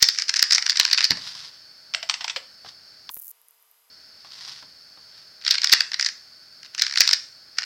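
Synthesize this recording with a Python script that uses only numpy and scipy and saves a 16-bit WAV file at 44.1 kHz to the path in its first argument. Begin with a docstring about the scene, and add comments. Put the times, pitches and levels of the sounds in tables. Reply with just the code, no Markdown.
"""A plastic twisty puzzle is turned fast at a desk in a small room, close to a hissy microphone that overloads.
Its snaps, ticks and scrapes are noise filtered by the resonances of a thin shell and a hollow body.
It is dropped on the mat (damped desk modes), keys are tapped (cap, cavity and spring resonances), and hands
slide over the mat (dense filtered grains) before the next solve. In the pause, just after a last knock, the
sound cuts out briefly with a crackle, like a loose contact: pops and sparks over an amplifier's noise and tones."""
import sys
import numpy as np
from scipy import signal
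from scipy.fft import rfft, irfft, next_fast_len
from scipy.io import wavfile
from scipy.ndimage import uniform_filter1d

SR = 44100
rng = np.random.default_rng(int(sys.argv[2]) if len(sys.argv) > 2 else 0)


def waveform_to_disk(signal):
    """Save audio, clipped to [-1, 1], as 16-bit WAV at the path in sys.argv[1]."""
    frames = np.transpose(np.atleast_2d(signal))
    scaled = np.clip(frames, -1, 1) * 32767
    samples = np.round(scaled).astype(np.int16)
    wavfile.write(sys.argv[1], SR, samples)


N = 337346
TIME = np.arange(N) / SR  # s, the whole scene
HIT = np.arange(SR // 7) / SR  # s, one blow
CUT_START, CUT_END = 3.103, 3.9  # s, the contact is open

# pieces snapping home: t/s, relative level/dB, hollow body re that level/dB, nominal contact length/s
CLICKS = [(0.0248, -2.5, -14, 0.0057), (0.0267, -2.5, -20.5, 0.0042), (0.04, -16.5, -13.5, .005),
          (0.0868, -9, -15, .0037), (0.186, -16, -11, .0035), (0.1954, -23.5, -10.5, 0.0083),
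          (0.2206, -18, -12.5, 0.0032), (0.2817, -23.5, -13, .0077), (0.2922, -13.5, -9, 0.0067),
          (0.3397, -17.5, -6.5, 0.0032), (.3603, -17.5, -9, 0.0059), (0.3654, -16.5, -15, .0056),
          (0.3918, -15, -11.5, 0.0088), (.4253, -4.5, -11.5, 0.0042), (0.5072, -13.5, -10, .005),
          (0.5215, -10, -13, 0.0076), (0.53, -11.5, -15.5, .0048), (.547, -10, -16.5, 0.0087),
          (0.558, -17, -10.5, .0049), (0.5805, -17, -1.5, 0.0037), (0.6235, -20, -7, .0044),
          (0.6634, -16.5, -7, 0.004), (.696, -11.5, -13.5, 0.003), (0.7024, -16.5, -17.5, 0.007),
          (0.7597, -23.5, -9, .0027), (0.7704, -15.5, -16, .0051), (0.7975, -5.5, -10.5, 0.0041),
          (0.831, -21.5, -15, 0.0026), (0.851, -12.5, -7.5, .0024), (0.912, -17, -10.5, 0.0037),
          (.9296, -8, -13, .0058), (0.945, -19.5, -7, 0.005), (0.976, -14.5, -12, 0.0032),
          (.982, -16.5, -2, 0.0043), (1.0063, -17.5, -4, 0.0026), (1.0413, -9, -17, .0051),
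          (1.0494, -14.5, -12.5, 0.0048), (1.1065, -10.5, -12.5, .0029), (1.116, -22.5, -1, 0.0069),
          (1.171, -30, -11, 0.005), (5.449, -26, -13, .0034), (5.4638, -18.5, -7.5, 0.0051),
          (5.478, -13.5, -13, 0.0052), (5.508, -7.5, -18.5, 0.0069), (5.5403, -20, -6, 0.01),
          (5.5816, -18, -8, 0.0043), (5.6175, -20, -13, .0025), (5.6326, -20.5, -11, .0048),
          (5.6424, -11, -10, .0064), (5.672, -16.5, -15, 0.0016), (5.695, -17.5, -9, 0.0043),
          (5.7181, -12, -20, .0083), (5.7256, -2, -15, 0.0061), (5.734, -6.5, -4, 0.0043),
          (5.806, -11, -7.5, 0.0033), (5.9419, -19, -9.5, 0.0037), (5.9958, -18.5, -2, 0.0033),
          (6.01, -18, -16, .0029), (6.026, -17.5, -9.5, 0.0026), (6.046, -18.5, -17, 0.0035),
          (6.061, -15, -9.5, 0.0083), (6.087, -25, -6, 0.004), (6.748, -30, -5, 0.0025),
          (6.794, -19.5, -10.5, 0.007), (6.82, -9.5, -11, 0.0039), (6.865, -23, -5.5, 0.0024),
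          (6.957, -21, -3, 0.0043), (6.9734, -13, -8, 0.0041), (6.9818, -16.5, -17, 0.0074),
          (7.0053, -2.5, -11, 0.0049), (7.015, -12.5, -6, .007), (7.0756, -12, -12.5, .0035),
          (7.09, -12.5, -13.5, 0.0036), (7.1104, -15.5, -10, 0.0036), (7.1304, -7.5, -13, .0074),
          (7.5842, -15.5, -6, 0.0043)]
# resonances of a piece's thin shell: f/Hz, level/dB
SHELL = [(1500, -53.5), (2800, -22.5), (3600, -11), (4300, -5), (5000, 0), (5600, -4.5), (6300, -13.5),
         (8000, -24.5), (9500, -35), (12000, -43.5), (16000, -56)]
# resonances of the hollow body behind it: f/Hz, level/dB
HOLLOW = [(200, -34.5), (550, -28.5), (900, -15), (1200, -8.5), (1500, 1), (1900, 4.5), (2400, 1),
          (3100, -3.5), (4500, -38), (9000, -73)]


def amp(db):
    """Amplitude ratio of a level in decibels."""
    return 10 ** (np.asarray(db) / 20)


def unit(x):
    """Normalisation to an rms of 1."""
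    return x / np.sqrt(np.mean(x ** 2) + 1e-20)


def along(points, hz):
    """Linear interpolation of (f/Hz, value) rows on a logarithmic frequency axis."""
    f, v = np.transpose(points)
    return np.interp(np.log(hz + 1), np.log(f + 1), v)


def level(rows):
    """Gain per sample interpolated in decibels from (t/s, level/dB) rows, -120 dB outside them."""
    s, db = np.transpose(rows)
    return amp(np.interp(TIME, s, db, left=-120, right=-120))


def decay(t60):
    """Exponential damping: a fall of 60 dB in t60 seconds."""
    return np.exp(-np.log(1000) * HIT / max(t60, 1e-4))


def colour(x, points, stretch=1):
    """Minimum-phase filter of the (f/Hz, level/dB) shape, its frequencies scaled by stretch."""
    m = 2 * next_fast_len(len(x))
    hz = np.fft.rfftfreq(m, 1 / SR) / stretch
    cepstrum = irfft(np.log(amp(along(points, hz))))
    # folding the cepstrum onto positive times makes the filter causal
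    cepstrum[1:m // 2] *= 2
    cepstrum[m // 2 + 1:] = 0
    response = np.exp(rfft(cepstrum))
    return irfft(rfft(x, m) * response)[:len(x)]


def noise(points):
    """Stationary Gaussian noise of the given spectrum, at rms 1."""
    return unit(colour(rng.standard_normal(N), points))


def grains(rate, spread_db):
    """Shot noise at rms 1: random impulses of uneven size, on average rate a second."""
    spread = abs(spread_db) * np.clip(rng.standard_normal(N), -2, 2)
    sizes = rng.standard_normal(N) * amp(spread)
    return unit(sizes * (rng.random(N) < rate / SR))


def burst(envelope, points, stretch=1):
    """Impact on dense, quickly dying modes; its energy is that of 5 ms at rms 1."""
    ring = colour(rng.standard_normal(len(HIT)) * envelope, points, stretch)
    return ring / np.linalg.norm(ring) * np.sqrt(SR / 200)


def tones(lines):
    """Superposition of steady sines from (f/Hz, rms level/dB) rows."""
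    return np.sqrt(2) * sum(amp(db) * np.sin(2 * np.pi * hz * TIME) for hz, db in lines)


def add(track, s, sound):
    """Superposition of a sound on the track from time s."""
    start = max(round(s * SR), 0)
    part = track[start:start + len(sound)]
    part += sound[:len(part)]


def microphone_hiss(hiss_db=-49):
    """Stationary noise whose spectrum is peaked by the microphone's resonances."""
    # f/Hz, level/dB
    hiss_shape = [(25, -39.5), (80, -16), (160, -15.5), (400, -18.5), (630, -17.5), (1050, -20.5),
                  (1500, -11.5), (2100, -17), (3000, -20.5), (3900, -17.5), (4400, 1), (4700, 0),
                  (4950, -9.5), (5250, 1), (5700, -19), (6200, -17), (7200, -27), (10000, -28.5),
                  (15500, -31.5)]
    return amp(hiss_db) * noise(hiss_shape)


def room_hum():
    """Faint steady tones in the room, as undamped sines."""
    # f/Hz, rms level/dB
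    hum_lines = [(619.1, -76.5), (694.4, -90), (1497, -74)]
    return tones(hum_lines)


def loose_contact(spark_db=-17, fizz_db=-40, idle_db=-63, pop_t60=0.00094):
    """An open contact gives sparse impulses: pops and crackles over the amplifier's hiss and whine."""
    # the strongest crackles: t/s, relative level/dB
    sparks = [(3.144, -10), (3.198, -15.5), (3.281, -16), (3.416, -34), (3.485, -31), (3.509, -35),
              (3.626, -37.5), (3.714, -33.5)]
    # spectrum of a crackle: f/Hz, level/dB
    spark_shape = [(500, -37.5), (3000, -33), (6000, -13.5), (9000, -6.5), (12500, 5), (16000, 0.5)]
    # pops at the start of the cut, during its crackle and at its end: t/s, height before the cross-fade/dB
    pops = [(3.1022, -23), (3.1695, -29), (3.898, -55)]
    # noise spectrum of the bare amplifier: f/Hz, level/dB
    idle_shape = [(100, -22), (380, -24), (480, -12), (1150, -3), (1800, -8), (2700, -7), (5000, -8.5),
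                  (9000, -9.5), (12200, 0.5), (14000, -6.5), (15800, -17)]
    # steady tones of the amplifier: f/Hz, rms level/dB
    whine_lines = [(446.8, -86), (667.5, -87), (958.2, -83), (1200, -86), (2078, -85), (2977, -84),
                   (4963, -79)]
    arcs = grains(rate=900, spread_db=0)
    fizzing = level([(CUT_START, 0), (3.315, 0)])
    out = amp(fizz_db) * fizzing * unit(colour(arcs, spark_shape))
    for s, db in sparks:
        add(out, s, amp(spark_db + db) * burst(decay(0.0023), spark_shape))
    for s, db in pops:
        add(out, s, amp(db) * decay(pop_t60))
    return out + amp(idle_db) * noise(idle_shape) + tones(whine_lines)


def room(x, first_wall=0.0064, build=0.0017):
    """Reverberation: the walls answer after a short gap, a fresh random tail cross-faded in every half second."""
    # reverberation time: f/Hz, t60/s
    reverb_times = [(200, 0.36), (1500, 0.33), (5000, 0.35), (12000, 0.69)]
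    # what the walls return: f/Hz, level/dB
    wall_shape = [(100, 3), (1000, 1.5), (2000, 0), (3200, -2), (4300, -2.5), (5200, -0.5), (6500, -6),
                  (10000, -8.5), (15000, -11.5)]
    out = np.zeros(N)
    for knot in np.arange(0, N / SR + 1 / 2, 1 / 2):
        # noise that dies at each frequency's own rate
        hz, t, z = signal.stft(rng.standard_normal(SR // 2), SR, nperseg=256)
        falling = amp(-60 * t / along(reverb_times, hz)[:, None])
        tail = signal.istft(z * falling, SR, nperseg=256)[1]
        since_wall = np.maximum(np.arange(len(tail)) / SR - first_wall, 0)
        tail *= 1 - np.exp(-since_wall / build)
        # the cross-fade keeps equal power
        share = np.maximum(1 - 2 * abs(TIME - knot), 0)
        out += signal.fftconvolve(x * np.sqrt(share), tail / np.linalg.norm(tail))[:N]
    return colour(out, wall_shape)


def hands(slide_db=-1, jerk_db=-2.0):
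    """Stick-slip friction: skin drags over the cloth in dense fine grains; each slide swells and fades."""
    # hands sliding on the mat: t of fastest motion/s, relative level/dB, rise to it/s, fall from it/s
    slides = [(1.26, -36, 0.099, 0.23), (2.69, -43.5, 0.039, 0.029), (4.49, -39, .19, .12),
              (5.18, -53, 0.15, 0.099)]
    # spectrum of skin on cloth: f/Hz, level/dB
    skin_shape = [(35, -56), (60, -24.5), (166, -11), (209, -26.5), (503, -35.5), (679, -18.5), (855, -15),
                  (1010, -10), (1180, -12), (2010, -8), (2310, -12), (5060, 3), (6840, -16.5), (15000, -38)]
    speed = np.zeros(N)
    for s, db, rise, fall in slides:
        width = np.where(TIME < s, rise, fall)
        speed += amp(db) * np.exp(-((TIME - s) / width) ** 2)
    catching = unit(uniform_filter1d(rng.standard_normal(N), size=900))
    fibres = grains(rate=4000, spread_db=3)
    return amp(slide_db + jerk_db * catching) * speed * unit(colour(fibres, skin_shape))


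def bumps(tap_t60=0.054, desk_db=-1, cushion=0.0024):
    """Modal excitation through a soft layer: puzzle and hands land on the mat, softening the desk's thud."""
    # soft blows on the mat: t/s, relative desk thud/dB, tap/dB
    blows = [(1.106, -28.5, -28), (1.171, -69, -37.5), (2.647, -55, -40.5), (2.660, -53, -41),
             (4.247, -66, -43.5), (4.476, -58, -46.5), (4.626, -53, -42.5), (4.974, -60, -49)]
    # damped modes of the desk: f/Hz, level/dB, t60/s
    desk_modes = [(107.3, -4.5, 0.14), (131, -4.5, 0.17), (178, 0.5, 0.12), (210, -14, 0.31),
                  (270.3, 3.5, 0.066), (320, -9.5, 0.15), (390, -8, 0.078), (440, -14.5, 0.17)]
    # spectrum of the tap: f/Hz, level/dB
    tap_shape = [(150, -28), (400, -10), (700, -1.5), (1200, 0), (2500, -8.5), (5000, -5.5), (9000, -35.5)]
    out = np.zeros(N)
    thud = sum(amp(db) * np.sin(2 * np.pi * hz * HIT) * decay(t60) for hz, db, t60 in desk_modes)
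    thud *= 1 - np.exp(-HIT / cushion)
    for s, thud_db, tap_db in blows:
        tap = burst(decay(tap_t60), tap_shape)
        add(out, s, amp(desk_db + thud_db) * thud + amp(tap_db) * tap)
    return out


def keys_and_knock(cap_db=-8.5, cavity_db=-13, tone_db=-18, spring_db=-30, spring_t60=.14):
    """Resonators under an impact: for keys a cap, cavity and spring; a last knock is modelled the same way."""
    # key strokes and, last, a knock just before the cut, perhaps the timer's reset:
    # t/s, relative level/dB, cap t60/s, cavity f/Hz, relative cavity level/dB
    strikes = [(1.938, -15, 0.032, 1220, -24), (1.947, -8, 0.016, 668, -16.5), (2.028, -17, .04, 680, -8),
               (2.09, -19, 0.045, 1220, -13.5), (2.0969, -6, 0.02, 980, -15.5), (2.11, -18, .036, 936, -17),
               (2.14, -13, 0.036, 1190, -25), (2.208, -18, 0.095, 710, -13), (2.243, -14.5, 0.035, 864, -4),
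               (2.2793, -15, 0.032, 865, -27.5), (2.297, -13, 0.059, 1042, -22.5),
               (2.3611, -12.5, 0.063, 529, -9), (3.092, -23, .012, 1020, -2)]
    # spectrum of a middling cap: f/Hz, level/dB
    cap_shape = [(300, -49), (450, -29), (600, -16.5), (900, -5.5), (1250, -5), (1800, -0.5), (2700, 3),
                 (3300, 4), (3700, 0), (5200, 3.5), (6500, -14), (8000, -23.5), (9000, -64.5),
                 (15000, -45.5)]
    # damped resonance of the cavity: multiple of its pitch, level/dB
    cavity_shape = [(.5, -49), (.76, -12), (1, 4.5), (1.3, -8), (2.201, -30.5)]
    # spectrum of the spring: f/Hz, level/dB
    spring_shape = [(5500, -27), (7300, -7.5), (8150, -5.5), (8700, -29), (11000, -42.5)]
    # a middling key; bigger ones have a deeper cavity, ring longer and clack duller
    key_hz, key_t60, key_bright, ring_power, bright_power = 850, .045, 1.052, 1.6, 0.12
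    out = np.zeros(N)
    for s, db, cap_t60, hz, ring_db in strikes:
        dying = decay(key_t60 * (key_hz / hz) ** ring_power)
        resonance = [(hz * multiple, side_db) for multiple, side_db in cavity_shape]
        cavity = amp(cavity_db) * burst(dying, resonance)
        tone = np.sin(2 * np.pi * hz * HIT) * dying * (1 - decay(0.0091))
        cavity += amp(tone_db) * tone
        cap = burst(decay(cap_t60), cap_shape, key_bright * (hz / key_hz) ** bright_power)
        spring = burst(decay(spring_t60), spring_shape)
        strike = amp(cap_db) * cap + amp(ring_db) * cavity + amp(spring_db) * spring
        add(out, s, amp(db) * strike)
    return out


def chatter(length, attack):
    """Repeated contact: two parts buzz together for a few milliseconds, a noise envelope, then rest."""
    return (1 - np.exp(-HIT / attack)) * np.exp(-(HIT / length) ** 2)


def piece_hz(s, scatter=0.021):
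    """Resonance under changing load: the pitch of whichever piece is struck at time s."""
    # the shell's mean pitch shifts as the grip changes: t/s, f/Hz
    grip_pitch = [(0, 4997), (.55, 5065), (.72, 4850), (.95, 4664), (5.5, 4570), (6.0, 4940), (7.0, 4900),
                  (7.1, 4760), (7.6, 4840)]
    return np.interp(s, *np.transpose(grip_pitch)) * np.exp(scatter * rng.standard_normal())


def snap(db, body_db, hz, length, shell_db=-.5, hollow_db=0, hold=0.82,
         shell_attack=.0003, body_attack=0.0021):
    """Impact on two resonators: a contact rings a piece's thin shell and the hollow body behind it."""
    shell_hz = 4900  # pitch at which SHELL stands unscaled
    shell = amp(shell_db) * burst(chatter(hold * length, shell_attack), SHELL, hz / shell_hz)
    body = amp(hollow_db + body_db) * burst(chatter(hold * length, body_attack), HOLLOW)
    return amp(db) * (shell + body)


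def rubbing(rub_db=-35.5, body_db=-3.5, reach=0.016, grip=0.55):
    """Dry friction as shot noise: layers scrape around each snap, the more the harder they are turned."""
    coarse = TIME[::64]
    effort = sum(amp(grip * db) * np.exp(-((coarse - s) / reach) ** 2) for s, db, *_ in CLICKS)
    contacts = grains(rate=900, spread_db=5)
    sound = unit(colour(contacts, SHELL)) + amp(body_db) * unit(colour(contacts, HOLLOW))
    return amp(rub_db) * np.interp(TIME, coarse, effort) * sound


def rattle():
    """Irregular impact train: while a layer slides, its pieces tick past their neighbours unevenly."""
    # layers sliding round with loose pieces: start t/s, length/s, median tick level/dB
    turns = [(.147, .1, -34), (0.3746, .04, -27), (0.659, .075, -27.5), (0.756, .06, -25.5),
             (.865, .06, -29.5), (0.99, .048, -24), (5.413, .025, -41), (5.489, .065, -25),
             (5.917, .02, -27.5), (6.63, .04, -41.5), (6.779, .165, -28), (7.035, .03, -26),
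             (7.608, .04, -31)]
    ticks_per_s, tick_scatter_db = 80, 2.5  # mean rate, standard deviation
    tick_body_db, tick_s = -6, .004  # body re tick level, nominal contact length
    out = np.zeros(N)
    for start, length, db in turns:
        gaps = rng.uniform(1 / 2, 3 / 2, size=24) / ticks_per_s
        sizes = rng.standard_normal(size=24)
        for t, size in zip(np.cumsum(gaps) - gaps[0], sizes):
            if t < length:
                tick_db = db + tick_scatter_db * size
                add(out, start + t, snap(tick_db, tick_body_db, piece_hz(start), tick_s))
    return out


def puzzle(catch_db=-18, catch_lead=.004, settle_db=-15, settle_lag=0.009):
    """Successive impacts: a corner catches lightly, the layer snaps home, then a loose neighbour settles."""
    out = np.zeros(N)
    timing = rng.uniform(1 / 2, 3 / 2, (len(CLICKS), 2))
    for (s, db, body_db, length), (early, late) in zip(CLICKS, timing):
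        hz = piece_hz(s)
        contacts = [(-catch_lead * early, catch_db), (0, 0), (settle_lag * late, settle_db)]
        for offset, contact_db in contacts:
            add(out, s + offset, snap(db + contact_db, body_db, hz, length))
    return out


def scene(room_db=-8):
    """Superposition of direct sound, reverberation and noise, cross-faded to the open contact and back."""
    direct = puzzle() + rattle() + rubbing() + keys_and_knock() + bumps()
    live = direct + amp(room_db) * room(direct) + hands() + microphone_hiss() + room_hum()
    is_open = (TIME > CUT_START) & (TIME < CUT_END)
    cut = uniform_filter1d(is_open * 1.0, size=128)
    return ((1 - cut) * live + cut * loose_contact())[None]


def record(dry, top=0.69, hardness=7, lopsided=0.016, top_hz=15900):
    """Saturation: the input overloads a little unevenly on the hardest snaps, then is band-limited."""
    ceiling = top * (1 + lopsided * np.sign(dry))
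    clipped = dry / (1 + abs(dry / ceiling) ** hardness) ** (1 / hardness)
    m = next_fast_len(N + SR // 2)
    passed = np.fft.rfftfreq(m, 1 / SR) < top_hz
    return irfft(rfft(clipped, m) * passed, m)[..., :N]


dry = scene()
out = record(dry)
waveform_to_disk(out)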